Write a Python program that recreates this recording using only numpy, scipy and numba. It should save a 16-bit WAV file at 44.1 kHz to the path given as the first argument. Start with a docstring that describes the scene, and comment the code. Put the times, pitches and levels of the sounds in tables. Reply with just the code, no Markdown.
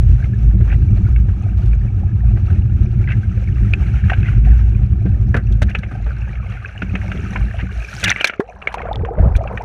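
"""On a river, a quad bike is swept along and tips under; the microphone rides on it in a waterproof camera case.
Close in, the current shakes the frame into a low rumble, made of filtered noise and a wavering sine.
Around it, bubble swarms and noise make the white water; drops rap on the case, and waves knock on the body.
Waves close over it after eight seconds: a gulp of air, then gurgling bubbles and buffeting under water."""
import sys
import numpy as np
from scipy import signal
from scipy.fft import rfft, irfft, next_fast_len
from scipy.io import wavfile
from scipy.ndimage import uniform_filter1d
from numba import njit

SR = 44100
rng = np.random.default_rng(int(sys.argv[2]) if len(sys.argv) > 2 else 0)


def to_wav(s):
    """Save 16-bit WAV."""
    ch = np.atleast_2d(s).T  # columns
    pcm = np.round(np.clip(ch, -1, 1) * 32767)  # PCM
    wavfile.write(sys.argv[1], SR, pcm.astype(np.int16))


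N = 425124
T = np.arange(N) / SR
SUBMERGED_S = 8.0  # from here on, water damps the case
TOP_HZ = 15500  # upper limit of the camera's sound

# Levels in the tables are relative; each source sets its own trim.
# push of the current on the floating bike: (time [s], level on the frame [dB], level on the bodywork [dB])
CURRENT = [(0, -10.5, -31), (0.35, -18.5, -27.5), (0.58, -13.5, -27), (1.25, -17, -28), (1.95, -18, -32),
           (2.8, -14.5, -27.5), (3.4, -18.5, -28.5), (4.1, -15, -27), (5.1, -15.5, -28),
           (5.6, -19.5, -30.5), (5.9, -25.5, -33), (6.4, -25.5, -38.5), (6.72, -31, -42),
           (6.86, -23.5, -32.5), (7.3, -24.5, -25.5), (7.65, -24, -38.5), (7.9, -38.5, -44),
           (8.08, -26, -29), (8.3, -58, -58)]
# push of the current on the sunken bike: (time [s], level [dB])
UNDERTOW = [(8.46, -48), (8.85, -30.5), (8.975, -19), (9.06, -22.5), (9.168, -32), (9.198, -8.5),
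            (9.37, -18.5), (9.43, -23.5), (9.64, -31)]
# swells that heave the frame and make it boom: (time [s], level [dB])
HEAVES = [(0.111, -10.5), (0.46, -10.5), (1.169, -10.5), (1.689, -7.5), (2.27, -13), (5.55, -10),
          (6.07, -16.5), (6.94, -20.5), (7.43, -16), (7.78, -22)]
HEAVE_S = 0.069  # half length of a swell
# buffeting of the frame, afloat and sunk: (frequency [Hz], level [dB])
FRAME_SPECTRUM = [(20, -23.5), (40, -12), (65, -5.5), (85, -2), (108, 0), (135, -11), (165, -27.5),
                  (300, -57.5)]
SUNK_FRAME_SPECTRUM = [(20, -14), (45, -1), (95, 0), (300, -26)]
# resonances of the hollow bodywork: (frequency [Hz], level [dB])
BODYWORK_SPECTRUM = [(130, -8.5), (170, -7), (195, 1.5), (235, -17), (300, -17.5), (370, -17.5),
                     (450, -36.5), (700, -51.5)]
BOOM_HZ, BOOM_WAVER_HZ = 56.15, 3.383  # the frame's lowest resonance and the rms size of its waver
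BOOM_DB, BUFFET_DB = -2.5, 1.5  # against the push of the current
SUNK_DRUM_DB, SUNK_DRUM_MAX_DB = -8.5, -40  # flooded bodywork: level against the undertow, and its ceiling

# white water: (time [s], churn level [dB], foam level [dB], spray level [dB])
WHITE_WATER = [(0.0, -45.5, -48, -59), (2.09, -45.5, -52, -66), (3.5, -46, -46, -60.5),
               (4.1, -45, -38.5, -58.5), (5.23, -49, -53.5, -67), (6.66, -48.5, -43.5, -66.5),
               (7.06, -41, -39.5, -57.5), (7.65, -46.5, -41, -60.5), (8.03, -52.5, -38.5, -46),
               (8.19, -57, -36, -56), (8.4, -44, -51, -71), (8.67, -49, -62, -69), (8.81, -37, -42.5, -72),
               (9.05, -36, -63, -86), (9.64, -35, -55, -65.5)]
# colour of the churn, and of the fine spray: (frequency [Hz], level [dB])
CHURN_SPECTRUM = [(150, -21), (300, -3.5), (520, -1.5), (760, 4.5), (1050, -10), (1300, 3.5), (1600, -32)]
SPRAY_SPECTRUM = [(2500, 3), (4000, -2.5), (4900, -9.5), (5900, -1.5), (6600, -6.5), (7600, -13),
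                  (9200, -11.5), (11000, -18), (15000, -24)]
# colour of foam, froth and drops heard through the case: (frequency [Hz], level [dB])
CASE_SPECTRUM = [(300, -7.5), (750, -2.5), (1050, -13.5), (1300, -2), (1580, 5), (1980, -3.5), (2300, 3),
                 (2750, -0.5), (3050, -9.5), (3700, -20.5), (4800, -41), (7000, -55)]

# the loudest drops and bursting bubbles on the case: (time [s], level [dB], ring pitch [Hz])
DROPS = [(0.241, -27, 2130), (1.16, -25, 2230), (1.73, -28, 2380), (3.105, -23, 2600), (3.734, -13.5, 2420),
         (4.097, -8, 1860), (4.132, -12.5, 1556), (5.749, -8.5, 2556), (5.832, -20.5, 2120),
         (6.353, -26, 2220), (6.819, -12.5, 1470), (6.952, -11, 2550), (7.116, -15, 1560),
         (7.36, -15, 1490), (7.668, -29, 1480), (8.029, -13, 2660), (8.037, -9.5, 1494), (8.079, -7, 2210),
         (8.103, -9, 1464), (8.16, -11, 2140), (8.209, -6.5, 3020), (8.243, 3, 2476), (8.279, -17.5, 1930),
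         (8.296, -10.5, 1500), (8.335, -17.5, 1470), (8.623, -22, 2830), (8.672, -4.5, 2284),
         (8.741, -16.5, 1180), (8.782, -21.5, 2630), (8.817, -17.5, 2300), (9.049, -17.5, 1110),
         (9.352, -17.5, 2480), (9.474, -21.5, 2760), (9.574, -13, 1940)]
# bursts of fine spray on the case: (time [s], level [dB])
SPATTERS = [(5.52, -43.5), (5.624, -29), (5.694, -44), (5.784, -39), (8.038, -12.5), (8.077, -25),
            (8.208, -30), (8.245, -21.5), (8.1, -22), (8.27, -20.5), (8.722, -43), (8.739, -34.5),
            (9.361, -31.5)]

# water slapping the body, and at the end one long, dull surge under water:
# (time [s], level [dB], decay by 60 dB [s], spatter level [dB])
SLAPS_AND_SURGE = [(5.341, -5.5, 0.064, -45), (5.364, -14, 0.095, -34.5), (5.617, -8, 0.05, -28),
                   (9.182, -27, 0.28, -68)]
# colour of the slaps and the surge: (frequency [Hz], level [dB])
SLAP_SPECTRUM = [(90, 16), (190, 17.5), (380, 1), (600, 3.5), (1020, -12), (1550, 4), (2600, -14),
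                 (4000, -36), (8000, -50)]
# heavier waves thumping the bodywork: (time [s], level [dB])
THUDS = [(0.535, -23), (0.6, -24), (1.834, -25), (5.051, -15), (6.818, -22), (6.937, -22), (7.14, -24),
         (7.627, -26)]
# colour of a thump: (frequency [Hz], level [dB])
THUD_SPECTRUM = [(200, 3), (360, -0.5), (1100, -38)]
THUD_RISE_S, THUD_T60_S = 0.0071, 0.067
PANEL_HZ, PANEL_T60_S, PANEL_DB = 187, 0.19, 1  # the panel that a heavy wave sets ringing
# wavelets lapping on the bodywork: (time [s], level [dB])
LAPS = [(0.607, -31.5), (0.676, -29.5), (0.724, -29), (1.284, -30.5), (2.369, -28.5), (2.5, -30.5),
        (5.058, -29.5), (5.912, -27.5), (6.062, -28)]
# colour of a lap: (frequency [Hz], level [dB])
LAP_SPECTRUM = [(250, 11.5), (450, -3.5), (750, 3), (1050, -10), (1300, -1.5), (1600, 0.5), (2000, -7.5),
                (2500, -10.5), (3200, -20.5), (6000, -36.5)]
LAP_RISE_S, LAP_T60_S = 0.0012, 0.084
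KNOCK_DB = -1  # trim for the noise of laps and thumps

# water shoving the case: (time [s], peak level [dB], width [s])
SHOVES = [(5.626, -2, 0.0033), (5.793, -7.5, 0.0029), (8.398, -4, 0.0011), (9.263, -2, 0.0029),
          (9.362, -0.5, 0.0062)]
# air escaping under water: (time [s], level [dB], central bubble pitch [Hz])
GURGLE = [(8.5, -38.5, 855), (8.68, -41, 1040), (8.85, -34.5, 760), (8.98, -35.5, 577), (9.12, -39, 564),
          (9.21, -27, 542), (9.42, -46.5, 690), (9.53, -32, 930), (9.64, -48, 850)]
# glugs under water: (time [s], peak level [dB], pitch after the scoop, before the climb [Hz])
GLUGS = [(8.741, -17, 994), (8.771, -22, 780), (8.802, -25, 1110), (8.853, -19, 740), (8.886, -20, 666),
         (8.911, -14, 870), (9.032, -19, 460), (9.107, -19, 474), (9.18, -15, 635), (9.456, -23, 830),
         (9.511, -25, 1070), (9.534, -24.5, 497), (9.608, -21, 970)]
GLUG_SCOOP, GLUG_SCOOP_S = 0.45, 0.003  # share of the pitch missing at the start, time constant
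GLUG_RISE_PER_S, GLUG_CYCLES = 0.92, 35  # later climb as a share of the pitch, decay by 60 dB in cycles
# single bubbles: (time [s], level [dB], starting pitch [Hz], decay by 60 dB [s])
BUBBLES = [(0.335, -34, 1680, 0.06), (3.737, -8, 2550, 0.023), (4.119, -9.5, 728, 0.032),
           (7.19, -29, 400, 0.11), (7.357, -19, 990, 0.043), (8.095, -4, 3530, 0.01),
           (8.102, -7.5, 5900, 0.015), (8.116, 1.5, 1960, 0.012), (8.245, -3, 4120, 0.0099),
           (8.931, -23, 3580, 0.013), (8.958, -16, 3330, 0.0059), (9.385, -23.5, 554, 0.17)]
BUBBLE_RISE_PER_S = 2.5  # pitch gained each second, as a share of the starting pitch

# wavelets breaking into droplets: (time [s], level [dB], length [s])
SPLASHES = [(0.695, -31, 0.05), (3.075, -24, 0.063), (4.228, -29.5, 0.068), (5.684, -31, 0.031),
            (6.489, -37.5, 0.083), (7.583, -28, 0.033), (8.035, -14.5, 0.094), (8.16, -22, 0.055),
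            (8.258, -23.5, 0.045)]
SPLASH_HZ, SPLASH_OCTAVES = 2036, 0.967  # central droplet pitch and its full spread
SPLASH_CYCLES, FROTH_DB = 58, -8.5  # mean ring length, froth against droplets
CRACKLE_S, CRACKLE_LENGTH_S, CRACKLE_DB = 1.57, 0.12, -44  # the patter's start, length and level


def undb(db):
    """Decibels to gain."""
    return 10 ** (np.asarray(db) / 20)


def unit(x):
    """Scale to rms 1."""
    return x / np.sqrt(np.mean(x ** 2))


def crest(x):
    """Scale so that the loudest two milliseconds have rms 1."""
    return x / np.sqrt(uniform_filter1d(x ** 2, SR // 500).max())


def steady(x, span_s):
    """Unit level over spans of this length; quicker flutter stays."""
    return x / np.sqrt(uniform_filter1d(x ** 2, int(span_s * SR)) + 1e-12 * np.mean(x ** 2))


def curves(table):
    """The columns of a table, joined by straight lines in time."""
    s, *columns = np.transpose(table)
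    return [np.interp(T, s, c) for c in columns]


def walk(rate):
    """Smooth random wandering, rms 1, through this many random points a second."""
    knots = rng.standard_normal(4096)
    path = np.interp(T * rate, np.arange(len(knots)), knots)
    return unit(uniform_filter1d(path, int(SR / rate / 2)))


def fade(t, t60):
    """Exponential decay by 60 dB in t60 seconds."""
    return np.exp(-np.log(1000) * t / t60)


def add(out, s, x):
    """Mix a short sound in at time s."""
    i = int(s * SR)
    out[i:i + len(x)] += x[:max(N - i, 0)]


def colour(x, spectrum):
    """Causal minimum-phase filter through (frequency [Hz], level [dB]) points, falling off beyond them."""
    hz, db = np.transpose(spectrum)
    size = 2 * next_fast_len(len(x) // 2 + 1)
    f = np.maximum(np.fft.rfftfreq(size, 1 / SR), 1)
    falloff = np.maximum(f / hz[-1], 1) ** 2 * np.maximum(hz[0] / f, 1)
    gain_db = np.interp(np.log(f), np.log(hz), db) - 20 * np.log10(falloff)
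    # folding the cepstrum onto positive times makes the filter causal
    cepstrum = irfft(np.log(undb(gain_db)))
    cepstrum[1:size // 2] *= 2
    cepstrum[size // 2 + 1:] = 0
    return irfft(rfft(x, size) * np.exp(rfft(cepstrum)))[:len(x)]


@njit
def ring(starts, hz, cycles, size, rise):
    """Bubbles: damped sines whose pitch glides by the share "rise" over each life."""
    out = np.zeros(N)
    for k in range(len(starts)):
        first = int(starts[k] * SR)
        length = int(cycles[k] * SR / hz[k]) + 1
        phase = 0.
        for i in range(min(length, N - first)):
            age = i / length
            phase += 2 * np.pi * hz[k] * (1 + rise * age) / SR
            envelope = np.exp(-6.9 * age) * (1 - np.exp(-phase / 2))
            out[first + i] += size[k] * envelope * np.sin(phase)
    return out


def swarm(centre_hz, octaves, cycles, scatter_db, rise, count):
    """Bubbles at random times, up to "octaves" either side of a pitch; most are small, a few large."""
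    when, pitch, life, size = rng.random((count, 4)).T
    centre = (centre_hz + np.zeros(N))[(when * N).astype(int)]
    hz = np.minimum(centre * 2 ** (octaves * (2 * pitch - 1)), SR / 3)
    size_db = -scatter_db * np.log(size + .004)
    return ring(when * N / SR, hz, cycles * (.5 + life), undb(size_db), float(rise))


def rumble():
    """The current buffets the frame in lumps and drums on the bodywork; swells boom its lowest resonance."""
    afloat = T < CURRENT[-1][0]
    frame_db, panel_db = curves(CURRENT)
    sunk_db, = curves(UNDERTOW)
    push_db = np.where(afloat, frame_db, sunk_db - 1.5)
    flooded_db = np.minimum(sunk_db + SUNK_DRUM_DB, SUNK_DRUM_MAX_DB)
    drum_db = np.where(afloat, panel_db, flooded_db)
    eddy_db = 1.5 * walk(17)

    heave = sum(undb(db) * np.exp(-((T - s) / HEAVE_S) ** 2) for s, db in HEAVES)
    sway = np.hypot(heave, undb(push_db + BOOM_DB + 3.2 * walk(9)))
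    boom_hz = BOOM_HZ + BOOM_WAVER_HZ * walk(24)
    boom = np.sqrt(2) * np.sin(2 * np.pi * np.cumsum(boom_hz) / SR)

    lumps = undb(2.5 * walk(45))
    eddies = lumps * rng.standard_normal(N)
    floating = unit(colour(eddies, FRAME_SPECTRUM))
    sunken = unit(colour(eddies, SUNK_FRAME_SPECTRUM))
    buffet = steady(np.where(afloat, floating, sunken), 0.14)
    drum = steady(colour(lumps * rng.standard_normal(N), BODYWORK_SPECTRUM), 0.2)
    return (boom * sway * undb(2.0 * walk(28))
            + buffet * undb(push_db + BUFFET_DB + eddy_db)
            + drum * undb(drum_db + 1.35 * eddy_db))


def white_water():
    """Churn, foam and spray around the bike: bubble swarms over hiss, the hiss sinking under water."""
    churn_db, foam_db, spray_db = curves(WHITE_WATER)
    hiss = rng.standard_normal((3, N)) * undb(np.interp(T, [8.15, 8.35], [0, -7]))
    # as the bike tilts, the water comes closer, and single bubbles stand out of the wash
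    near = np.interp(T, [5.0, 6.0, 8.15, 8.35], [0.6, 1.16, 1.16, 1.22])

    deep = unit(swarm(700, .9, 26, 3.6, .15, count=1300))
    churn_hiss = colour(hiss[0], [(250, 0.0078), (1500, 0.0034)])
    churn = near * deep + undb(6.5) * churn_hiss

    plops = unit(swarm(1900, .8, 46, 4.2, .1, count=2400))
    fine_foam = unit(swarm(1990, 1.2, 36, 5.0, 0.053, count=7000))
    foam = near * plops + undb(-8.5) * fine_foam + undb(5.0) * hiss[1]

    fizz = unit(swarm(7000, .87, 36, 3.7, .08, count=7000))
    spray = near * fizz + undb(3.5) * hiss[2]

    lap_db = 0.58 * walk(16.0) + 2.0 * walk(35)
    wash = (unit(colour(churn, CHURN_SPECTRUM)) * undb(churn_db - 0.5)
            + unit(colour(foam, CASE_SPECTRUM)) * undb(foam_db + 1.0)
            + unit(colour(spray, SPRAY_SPECTRUM)) * undb(spray_db + 3.8))
    return wash * undb(lap_db)


def spatter(t, t60, count=90):
    """A brief burst of fine droplets, so many and so short that they merge into a wet hiss."""
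    when, pitch, size = rng.random((count, 3)).T
    delay = t60 * when
    loudness = size ** 2 * fade(delay, 2 * t60)
    pings = ring(delay, 3000 * 4 ** pitch, 4 + 10 * size, loudness, 0.)[:len(t)]
    mist = rng.standard_normal(len(t)) * fade(t, 2 * t60)
    swell = (1 - np.exp(-t / .0022)) ** 3
    return crest(colour(crest(pings * swell) + crest(mist * swell), SPRAY_SPECTRUM))


def drops():
    """On the case itself: each drop rattles it, rings an air pocket and trails off; water damps it later."""
    out, t = np.zeros(N), T[:SR // 6]
    swell = (1 - np.exp(-t / 0.0009)) ** 2
    for s, db, hz in DROPS:
        if s < SUBMERGED_S:
            t60, rattle_db, trail_db, bend_per_s = 0.04, -3.5, -20, -0.3
        else:
            t60, rattle_db, trail_db, bend_per_s = 0.01, -4, -27.5, -5
        envelope = swell * (fade(t, t60) + undb(trail_db) * fade(t, 0.14))
        rattle = crest(colour(rng.standard_normal(len(t)) * envelope, CASE_SPECTRUM))
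        pocket = crest(np.sin(2 * np.pi * hz * t * (1 + bend_per_s * t)) * swell * fade(t, 0.03))
        drop = undb(rattle_db) * rattle + undb(-5) * pocket + undb(-31) * spatter(t, 0.014)
        add(out, s, undb(db - 5.0) * drop)
    for s, db in SPATTERS:
        add(out, s, undb(db) * spatter(t, 0.017))
    return out


def slaps_and_surge():
    """Water slaps the body, and at the end comes one long, dull surge under water: noise bursts and spatter."""
    out, t = np.zeros(N), T[:SR // 4]
    for s, db, t60, spatter_db in SLAPS_AND_SURGE:
        noise = rng.standard_normal(len(t)) * (1 - np.exp(-t / 0.0024)) ** 2 * fade(t, t60)
        burst = crest(colour(noise, SLAP_SPECTRUM))
        add(out, s, undb(db) * burst + undb(spatter_db) * spatter(t, 0.014))
    return out


def knocks(table, spectrum, rise_s, t60):
    """Waves knock softly on the hollow bodywork: short bursts of coloured noise."""
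    out, t = np.zeros(N), T[:SR // 5]
    for s, db in table:
        knock = rng.standard_normal(len(t)) * (1 - np.exp(-t / rise_s)) * fade(t, t60)
        add(out, s, undb(db + KNOCK_DB) * crest(colour(knock, spectrum)))
    return out


def thuds():
    """A heavy wave thumps the bodywork and leaves its largest panel ringing."""
    out, t = np.zeros(N), T[:SR // 4]
    swell = 1 - np.exp(-t / THUD_RISE_S)
    panel = crest(np.sin(2 * np.pi * PANEL_HZ * t) * swell * fade(t, PANEL_T60_S))
    for s, db in THUDS:
        add(out, s, undb(db + PANEL_DB) * panel)
    return out + knocks(THUDS, THUD_SPECTRUM, THUD_RISE_S, THUD_T60_S)


def shoves():
    """Water shoves the case: a pressure swing of suction, a push, suction again."""
    out = np.zeros(N)
    for s, db, width in SHOVES:
        u = (T - s) / width
        out += undb(db) * (1 - 2 * u ** 2) * np.exp(-np.minimum(u ** 2, 50))
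    return out


def gulp(s=8.397, hz=365, doubling_s=0.134, db=-12):
    """Escaping air as the water closes: the pocket's pitch bends up as it shrinks, and it breaks into fizz."""
    out, t = np.zeros(N), T[:SR // 10]
    phase = 2 * np.pi * np.cumsum(hz * (1 + t / doubling_s)) / SR
    pocket = np.sin(phase) * fade(t, .11) * (1 - np.exp(-phase))
    burst = rng.standard_normal(len(t)) * fade(t, 0.043)
    fizz = colour(burst, [(800, 8.5), (1700, 7), (2400, -13.0)])
    add(out, s, undb(db) * pocket)
    add(out, s + 0.0044, undb(-19) * crest(fizz))
    return out


def gurgle():
    """Air burbles from the sunken frame, rising in pitch; smaller bubbles chirp downward, the finest tick."""
    db, hz = curves(GURGLE)
    under = np.clip((T - GURGLE[0][0]) / 0.12, 0, 1)
    short_bubbles = swarm(hz, .85, 17, 2.6, .15, count=2800)
    long_bubbles = swarm(hz, .7, 36, 2.6, .04, count=800)
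    burble = steady(short_bubbles + .6 * long_bubbles, .12)
    chirps = steady(swarm(1700, .55, 40, 4.0, -.08, count=1100), .25)
    ticks = unit(swarm(6200, .9, 16, 7, .06, count=500))
    air = burble * undb(db - 1.0) + chirps * undb(.5 * db - 31.5) + ticks * undb(-66)
    return under * undb(1.5 * walk(27)) * air


def glugs():
    """A bubble tears loose: its pitch scoops up as the neck closes, then creeps higher; large ones ring longer."""
    out, t = np.zeros(N), T[:SR // 5]
    scoop = np.exp(-t / GLUG_SCOOP_S)
    for s, db, hz in GLUGS:
        pitch = hz * (1 - GLUG_SCOOP * scoop) * (1 + GLUG_RISE_PER_S * t)
        envelope = (1 - scoop) * fade(t, GLUG_CYCLES / hz)
        tone = np.sin(2 * np.pi * np.cumsum(pitch) / SR)
        add(out, s, undb(db) * envelope / envelope.max() * tone)
    return out


def single_bubbles():
    """Bubbles that stand out alone, each rising in pitch for as long as it rings."""
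    out = np.zeros(N)
    for s, db, hz, t60 in BUBBLES:
        rise = float(BUBBLE_RISE_PER_S * t60)
        out += ring(np.array([s]), np.array([float(hz)]), np.array([hz * t60]), undb([db]), rise)
    return out


def splashes(count=22):
    """A wavelet breaks into a cluster of droplets, each ringing a small bubble, over a patch of froth."""
    out, t = np.zeros(N), T[:SR // 5]
    for s, db, length in SPLASHES:
        when, pitch, life, size = rng.random((count, 4)).T
        delay = length * (np.arange(count) + when) / count
        hz = SPLASH_HZ * 2 ** (SPLASH_OCTAVES * (pitch - .5))
        droplets = ring(delay, hz, SPLASH_CYCLES * (.5 + life), size, 0.062)[:len(t)]
        patch = rng.standard_normal(len(t)) * np.exp(-(2 * t / length - 1) ** 2)
        froth = colour(patch, CASE_SPECTRUM)
        add(out, s, undb(db) * crest(crest(droplets) + undb(FROTH_DB) * crest(froth)))
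    return out


def crackle(count=24):
    """A short, faint patter of very fine, dry ticks: filtered single-sample clicks."""
    when, size = rng.random((count, 2)).T
    ticks = np.zeros(N)
    ticks[((CRACKLE_S + CRACKLE_LENGTH_S * when) * SR).astype(int)] = size
    return undb(CRACKLE_DB) * crest(colour(ticks, [(2500, 2.0), (6500, -11)]))


def scene():
    """Everything reaches the one microphone in the case."""
    blows = slaps_and_surge() + thuds() + knocks(LAPS, LAP_SPECTRUM, LAP_RISE_S, LAP_T60_S)
    water = white_water() + drops() + blows + splashes() + crackle()
    air = gulp() + gurgle() + glugs() + single_bubbles()
    return (rumble() + water + shoves() + air)[None]


def record(dry):
    """The camera rounds the highest peaks and cuts the top."""
    rounded = dry / (1 + (dry / .95) ** 8) ** (1 / 8)
    low_pass = signal.ellip(8, .2, 70, TOP_HZ, fs=SR, output="sos")
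    return signal.sosfilt(low_pass, rounded)


dry = scene()
out = record(dry)
to_wav(out)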